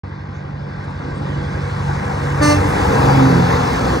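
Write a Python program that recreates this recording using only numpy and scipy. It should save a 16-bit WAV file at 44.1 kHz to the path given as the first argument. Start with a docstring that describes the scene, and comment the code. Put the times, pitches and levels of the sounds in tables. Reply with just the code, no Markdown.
"""A semi truck comes down a country road: its diesel drones, the gears whine, rumble, tyre roar and
hiss swell, and the trailer rattles a little. At 2.4 s it toots its air horn once; trees and a barn
return the sound. At 3.2 s it passes 6 m away with a thin turbo whistle, and the Doppler shift lowers
the engine's pitch. The microphone has two closely spaced ports."""
import sys
import numpy as np
from scipy import signal
from scipy.fft import rfft, irfft
from scipy.io import wavfile
from scipy.ndimage import uniform_filter1d

SR = 44100
rng = np.random.default_rng(int(sys.argv[2]) if len(sys.argv) > 2 else 0)


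def transcribe(u):
    """Save the signal u as a 16-bit wav file named by the first command-line argument.

    u: samples, shape (n,) or (channels, n), limited to [-1, 1]; the rate is SR.
    q: integer samples, one column per channel.
    """
    v = np.clip(np.atleast_2d(u).T, -1, 1)
    q = np.round(v * 32767).astype(np.int16)
    wavfile.write(sys.argv[1], SR, q)


N = 176400
T, FFT_HZ = np.arange(N) / SR, np.fft.rfftfreq(N, 1 / SR)
FRAME_S, BIN_HZ = np.arange(N // 512 + 5) * 512 / SR, np.fft.rfftfreq(2048, 1 / SR)
SPEED_M_S, NEAREST_M, PASS_S = 19, 6, 3.2
CUTOFF_HZ = 15900


def amp(db):
    """Decibels to gain."""
    return 10 ** (np.asarray(db) / 20)


def unit(x):
    """Scale to rms 1."""
    return x / np.sqrt(np.mean(x ** 2) + 1e-20)


def at_hz(points, hz):
    """Interpolate a table over log frequency."""
    f, value = np.transpose(points)
    return np.interp(np.log(hz + 1), np.log(f), value)


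def level(rows, column=1):
    """Gain over time from one dB column."""
    rows = np.array(rows)
    return amp(np.interp(T, rows[:, 0], rows[:, column]))


def wander(rate_hz):
    """Smooth random drift, rms 1."""
    lowpass = np.exp(-(FFT_HZ / rate_hz) ** 2) * (FFT_HZ > 0)
    return unit(irfft(rfft(rng.standard_normal(N)) * lowpass, N))


def band(points, skirt_db_per_octave=30):
    """Spectrum in dB per bin, with steep skirts outside the table."""
    octave = np.log2(BIN_HZ + 1)
    outside = abs(octave - np.clip(octave, np.log2(points[0][0]), np.log2(points[-1][0])))
    return at_hz(points, BIN_HZ) - skirt_db_per_octave * outside


# Likeness of the two ports. Each row: frequency in Hz, coherence from 0 to 1.
PORT_COHERENCE = [(170, 0.97), (330, 1), (550, 0.92), (790, 0.67), (1000, 0.8), (1500, 0.44), (2300, 0.63),
                  (2900, 1), (4000, 0.84), (7000, 1), (9000, 1)]

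def noise(shape_db, patchy_db=1):
    """Patchy shaped noise, rms 1, partly coherent between the ports."""
    a, b, c, d, patches = rng.standard_normal((5, len(FRAME_S), len(BIN_HZ)))
    patches = uniform_filter1d(patches, size=5, axis=0)
    patches = unit(uniform_filter1d(patches, size=14, axis=1))
    coherence = np.clip(at_hz(PORT_COHERENCE, BIN_HZ), 0, 1)
    left = a + 1j * b
    right = coherence * left + np.sqrt(1 - coherence ** 2) * (c + 1j * d)
    frames = np.array([left, right]) * amp(shape_db + patchy_db * patches)
    return unit(signal.istft(frames.swapaxes(1, 2), nperseg=2048, noverlap=1536)[1][:, :N])


def distance_m(t):
    """Range from cab to microphone."""
    return np.hypot(NEAREST_M, SPEED_M_S * (t - PASS_S))


def crank_turns(start_hz=22.524, sag_hz_per_s=.08, wobble=.0028):
    """Crankshaft turns as heard, with Doppler shift."""
    doppler = 1 / (1 + np.gradient(distance_m(T), T) / 343)
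    crank_hz = (start_hz - sag_hz_per_s * T) * (1 + wobble * wander(rate_hz=5.76))
    return np.cumsum(crank_hz * doppler) / SR


# Engine envelope. Each row: time in seconds, level in dB.
ENGINE_LEVEL = [(0, -32.5), (.8, -29.5), (1.45, -24.5), (2.15, -23), (2.7, -24), (3.2, -21), (3.6, -23.5),
                (4, -26.5)]
# Engine orders. Each row: crank multiple as text, gain from ahead in dB, gain from beside in dB.
ENGINE_ORDERS = [("2.5", -14.5, -18), ("3", -11, -9), ("3.5", -13, -13), ("4", -5, -11.5),
                 ("4.5", -11, -10.5), ("5", -15, -12), ("5.5", -23.5, -16), ("6", -0.94, -1.5),
                 ("7", -18, -9.5), ("7.5", -14, -19.5), ("8", -10, -7), ("9", -25.5, -17),
                 ("12", -21.5, -3.5), ("23", -28.5, -10), ("34.5", -22, -5.5)]
# Swells and dips as the truck turns side-on. Each row: order, centre in s, half-width in s, gain in dB.
ORDER_SWELLS = [("2.5", 2.75, .15, 10), ("3", 3.17, 0.23, -21), ("3", 3.95, .15, 7.4), ("4", 2.6, .15, 9.2),
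                ("4.5", 4.9, 0.11, 11), ("5", 3.05, 0.11, 16.5), ("6", 2.84, .08, -14),
                ("6", 3.25, 0.23, 10), ("6", 3.8, 0.081, -9), ("8", 2.4, .1, -3), ("8", 3.4, 0.1, 11),
                ("12", 3.24, .11, 11)]

def engine(turns, flutter_db=2):
    """Diesel orders; their balance changes as the cab comes alongside."""
    beside, drone = np.interp(T, [2.65, 3.25], [0, 1]), np.zeros(N)
    for order, ahead_db, side_db in ENGINE_ORDERS:
        swell_db = sum(db * np.exp(-((T - centre_s) / width_s) ** 2)
                       for which, centre_s, width_s, db in ORDER_SWELLS if which == order)
        order_db = ahead_db + (side_db - ahead_db) * beside + swell_db
        gain = amp(order_db + flutter_db * wander(rate_hz=6.1))
        drone += gain * np.sin(2 * np.pi * (float(order) * turns + rng.random()))
    return np.sqrt(2) * drone * level(ENGINE_LEVEL)


# Road noise envelopes, approach then pass. 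Each row: time in seconds, rumble, roar and hiss in dB.
ROAD_APPROACH = [(0.05, -42.5, -43, -54.5), (0.5, -40.5, -40.5, -54.5), (0.54, -38.5, -42.5, -55),
                 (0.76, -41, -38.5, -51), (1.18, -32.5, -36, -47.5), (1.75, -37, -32.5, -44),
                 (2.38, -32, -27, -42)]
ROAD_PASSING = [(2.66, -28.5, -24, -39), (2.972, -23, -21, -36.5), (3.166, -22.5, -20.5, -36),
                (3.398, -20, -23, -38), (3.492, -32, -21.5, -37), (3.95, -22, -24.5, -38),
                (4.0, -28, -29, -40.5)]
ROAD_LEVELS = list(ROAD_APPROACH) + list(ROAD_PASSING)
# Deep bass envelope. Each row: time in seconds, level in dB.
BOOM_LEVEL = [(0.05, -39), (1.88, -29), (1.93, -30.5), (2.61, -21.5), (3.02, -18), (3.06, -18), (3.29, -23),
              (3.33, -21), (4.0, -24.5)]
# Boom and rumble spectra. Each row: frequency in Hz, relative density in dB.
BOOM_SPECTRUM = [(25, -29.5), (40, -30.5), (58, 10), (85, 5.5), (115, 8.5), (165, 2), (230, 2.5),
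                 (400, -27)]
RUMBLE_SPECTRUM = [(100, -52), (170, -3), (230, -0.5), (330, -1), (420, -7), (600, -8), (1200, -49)]

def road_rumble(boom_trim_db=-2.5, rumble_trim_db=1.5):
    """Deep boom and low rumble, swelling as the truck nears."""
    boom = level(BOOM_LEVEL) * noise(band(BOOM_SPECTRUM), patchy_db=-1.4)
    rumble = level(ROAD_LEVELS) * noise(band(RUMBLE_SPECTRUM))
    return amp(boom_trim_db) * boom + amp(rumble_trim_db) * rumble


# Roar spectra, from ahead and from beside. Each row: frequency in Hz, relative density in dB.
ROAR_FRONT = [(200, -26), (380, -5.5), (480, -4), (560, -3), (650, -5.5), (800, -0.5), (980, -1.5),
              (1170, -3.5), (1270, -8.5), (1480, -6), (1630, -2), (1710, -9.5), (1800, -12), (1880, -6.5),
              (1960, -10), (2150, -12.5), (2600, -18.5), (3500, -43), (6000, -54)]
ROAR_SIDE = [(200, -5), (380, -10), (470, 3), (620, -9), (790, 2), (1000, -2), (1250, -7.5), (1600, -8),
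             (2000, -13.5), (2600, -19), (3500, -33.5), (6000, -75)]

def tyre_roar(turns, trim_db=4.5, pulse_depth=.067):
    """Midrange roar, pulsed by three firings per crank turn."""
    beside = np.interp(FRAME_S, [1.6, 3], [0, 1])[:, None]
    roar = noise((1 - beside) * band(ROAR_FRONT) + beside * band(ROAR_SIDE), patchy_db=1.5)
    firing = 1 + pulse_depth * np.cos(2 * np.pi * 3 * turns)
    return amp(trim_db) * level(ROAD_LEVELS, column=2) * roar * firing


# Hiss of tyres and horn air. Each row: frequency in Hz, relative density in dB.
HISS_SPECTRUM = [(1500, -35.5), (3000, 3.5), (3800, -1), (4800, -2), (6200, 0), (7500, -5), (9000, -4),
                 (11000, -12.5), (15800, -15.5)]
# Treble lost with distance. Each row: frequency in Hz, loss in dB per metre.
TREBLE_LOSS = [(4800, 0), (6200, 0.22), (8000, 0.31), (10000, 0.46), (12000, 0.54), (15000, 0.5)]
# Hiss change with the wheels alongside. 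Each row: frequency in Hz, gain in dB.
HISS_ALONGSIDE = [(2800, 0.5), (3700, 1.5), (4650, 3.5), (5400, 0), (6500, -1), (8800, -7), (12000, -1.5),
                  (15000, -5)]

def tyre_hiss(trim_db=2):
    """Flickering hiss that brightens as the air path shortens."""
    path_m = distance_m(np.minimum(FRAME_S, PASS_S))  # the long trailer stays close
    loss_db = path_m[:, None] * at_hz(TREBLE_LOSS, BIN_HZ)
    wheels_db = np.interp(FRAME_S, [2.6, 3.4], [0, 1])[:, None] * at_hz(HISS_ALONGSIDE, BIN_HZ)
    hiss = noise(band(HISS_SPECTRUM) - loss_db + wheels_db, patchy_db=1.77)
    flicker = 1 + .073 * wander(rate_hz=100)
    return amp(trim_db) * level(ROAD_LEVELS, column=3) * hiss * flicker


def gear_whine(turns, order=20.55, trim_db=-1):
    """Gear tone locked to the crank; rides the roar envelope and stands out on the approach."""
    ahead = np.interp(T, [.6, 1.5, 2.3, 3.1], [.4, 1, .7, .25])
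    gain = amp(trim_db + 1.3 * wander(rate_hz=16)) * ahead * level(ROAD_LEVELS, column=2)
    return gain * np.sin(2 * np.pi * order * turns)


# Rattles and squeaks. Each row: start in seconds, centre in Hz, width in Hz, level in dB, length in s.
TRAILER_RATTLES = [(0.327, 6200, 700, -58, 0.05566), (0.838, 7360, 2507, -58.5, 0.01421),
                   (0.891, 7956, 2208, -62.5, 0.01938), (1.14, 8180, 80, -57.5, 0.046),
                   (2.665, 9917, 2990, -46, 0.041), (3.034, 11680, 300, -42.5, 0.01011),
                   (3.728, 8856, 3000, -42, 0.0085)]

def trailer_rattles():
    """Loose metal: short bands of noise that swell and die."""
    out = np.zeros(N)
    for start_s, hz, width_hz, db, length_s in TRAILER_RATTLES:
        age = np.maximum(T - start_s, 0) / length_s
        resonance = np.exp(-.5 * ((FFT_HZ - hz) / width_hz) ** 2)
        burst = unit(irfft(rfft(rng.standard_normal(N)) * resonance, N))
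        out += amp(db) * burst * 2 * age * np.exp(-age ** 2)
    return out


HORN_HZ, HORN_FALL_HZ_PER_S, HORN_GAIN_DB = 296.8, 11.7, -15.5
HORN_START_S, HORN_ATTACK_S, HORN_HOLD_S, HORN_RELEASE_S, HORN_RING_S = 2.4, .019, .11, .057, .11
# Horn harmonics. Each row: frequency in Hz, relative level in dB.
HORN_SPECTRUM = [(296, 0), (592, -3), (888, -16), (1185, -5.5), (1480, -16), (1775, -10.5), (2070, -13.5),
                 (2370, -20.5), (2670, -18), (2960, -19.5), (3250, -32.5), (3550, -27), (3850, -29),
                 (4140, -26), (4430, -19.5), (4730, -22), (5030, -26), (5320, -20), (5620, -29),
                 (5910, -19.5), (6200, -13), (6510, -32), (6800, -22.5), (7400, -47), (8000, -36),
                 (8900, -24), (9200, -29), (9500, -32), (10200, -56), (13000, -58), (15000, -49)]
# Shift in their balance. Each row: frequency in Hz, change over the hold in dB.
HORN_DRIFT = [(1200, -0.5), (1780, -6), (2070, 2), (2670, 0.5), (3550, -18), (4140, 5), (4430, 5.5),
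              (4730, -12), (5030, 4), (5320, 0), (5910, 3), (6200, -9), (8000, -4), (8900, -10), (9500, -2)]

def air_horn(pitch_hz, jitter=.0017, flutter_db=2.5, rasp_rad=.02, blare_hz=2200, mellow_hz=3000):
    """Air drives a diaphragm; high harmonics need full pressure, so they come late and leave early."""
    t = T - HORN_START_S
    rise = np.sin(np.pi / 2 * np.clip(t / HORN_ATTACK_S, 0, 1))
    opened = 1 - np.exp(-(np.maximum(t, 0) / HORN_ATTACK_S) ** 2)
    shut_s = np.maximum(t - HORN_HOLD_S, 0)
    release = np.exp(-(shut_s / HORN_RELEASE_S) ** 2)
    ring = np.exp(-shut_s / HORN_RING_S)  # the fundamental lingers after the valve shuts
    hz = (pitch_hz - HORN_FALL_HZ_PER_S * t) * (1 + jitter * wander(rate_hz=106.3))
    on = np.flatnonzero((t > 0) & (t < .5))
    cycles, tone = np.cumsum(hz[on]) / SR, np.zeros(N)
    flutter, rasp = wander(rate_hz=40), wander(rate_hz=110)
    drift = np.minimum(t[on] / HORN_HOLD_S, 1) - .5
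    for k in np.arange(1, CUTOFF_HZ // HORN_HZ):
        harmonic_hz = k * HORN_HZ
        own = (on + rng.integers(N)) % N  # each harmonic wavers separately
        db = at_hz(HORN_SPECTRUM, harmonic_hz) + at_hz(HORN_DRIFT, harmonic_hz) * drift
        db += flutter_db * min(k / 14, 1) * flutter[own]
        phase = 2 * np.pi * (k * cycles + rng.random()) + rasp_rad * min(k, 14) * rasp[own]
        attack = opened[on] ** (harmonic_hz / blare_hz)
        fade = ring[on] if k == 1 else release[on] ** (1 + harmonic_hz / mellow_hz)
        tone[on] += amp(db) * attack * fade * np.sin(phase)
    air = amp(-17.5) * opened ** 2 * release * noise(band(HISS_SPECTRUM))
    return amp(HORN_GAIN_DB) * rise * (np.sqrt(2) * tone + air)


# Outdoor decay. Each row: frequency in Hz, T60 in seconds.
ECHO_T60 = [(300, .7), (1200, 0.41), (5000, 0.52), (12000, 0.15)]

def horn_echo(pitch_hz=301, gain_db=-10.5, band_hz=(553, 5000), taps_per_s=1500, build_s=.023):
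    """Trees and walls ahead of the truck receive a higher pitch and scatter it back, dulled."""
    foliage = signal.butter(1, band_hz, "bandpass", fs=SR)  # leaves scatter little bass
    thrown = signal.lfilter(*foliage, air_horn(pitch_hz))
    taps = rng.standard_normal((2, SR)) * (rng.random(SR) < taps_per_s / SR)
    taps[1] = taps[0] + .44 * taps[1]  # nearly alike at both ports
    hz, t, frames = signal.stft(taps, SR, nperseg=256)
    decay = amp(-60 * t / at_hz(ECHO_T60, hz)[:, None])
    build = np.clip(t / build_s, 0, 1) ** 2
    tail = signal.istft(frames * decay * build, SR, nperseg=256)[1]
    tail /= np.linalg.norm(tail[0])
    return amp(gain_db) * signal.fftconvolve(thrown, tail, axes=1)[:, :N]


def turbo(turns, order=205, blur=.005, level_db=-46, centre_s=3.12, width_s=.3):
    """Thin, blurred turbocharger whistle that falls in pitch as the cab goes by."""
    cycles = np.cumsum(order * np.gradient(turns) * (1 + blur * wander(rate_hz=150)))
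    near = np.exp(-((T - centre_s) / width_s) ** 2 / 2)
    return amp(level_db + 3.5 * wander(rate_hz=10)) * near * np.sin(2 * np.pi * cycles)


def scene():
    """The passing truck, its horn and the echo."""
    turns = crank_turns()
    truck = engine(turns) + road_rumble() + tyre_roar(turns) + tyre_hiss() + gear_whine(turns)
    return truck + trailer_rattles() + air_horn(HORN_HZ) + horn_echo() + turbo(turns)


# Left port against right. Each row: frequency in Hz, level difference in dB.
LEFT_GAIN = [(40, 0.3477), (150, -2), (270, -4), (420, -0.5), (630, -1), (850, 13.5), (1100, 2.5),
             (1280, 6), (1550, -1.5), (2000, -4.5), (2800, -2), (4600, -2), (5800, -4.5), (8000, -1)]
# Left port against right. Each row: frequency in Hz, phase difference in radians.
LEFT_PHASE = [(40, -0.08), (200, 0.26), (400, 0.95), (550, 1.5), (780, 3), (1000, 1.6), (1250, 0.6),
              (1900, 0.28), (2350, -1.83), (2950, -2.5), (3600, -5.5), (4400, -6), (8000, -6)]

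def record(dry, alike_above_hz=7500, start_s=.034, ceiling=.95):
    """Two ports, unlike except in the top treble; then a 3 ms fade-in, soft clip and low-pass."""
    hz = np.fft.rfftfreq(2 * N, 1 / SR)
    apart = 1 / (1 + (hz / alike_above_hz) ** 20)
    left = 1 - apart + apart * amp(at_hz(LEFT_GAIN, hz)) * np.exp(1j * at_hz(LEFT_PHASE, hz))
    ports = np.array([left, np.ones(len(hz))]) * np.sqrt(2 / (1 + abs(left) ** 2))  # constant power
    heard = irfft(rfft(dry, 2 * N) * ports)[:, :N]
    heard *= np.clip((T - start_s) / .003, 0, 1)
    heard /= (1 + (heard / ceiling) ** 8) ** (1 / 8)
    lowpass = signal.firwin(511, CUTOFF_HZ, window=("kaiser", 9), fs=SR)
    return signal.oaconvolve(heard, lowpass[None], "same")


dry = scene()
out = record(dry)
transcribe(out)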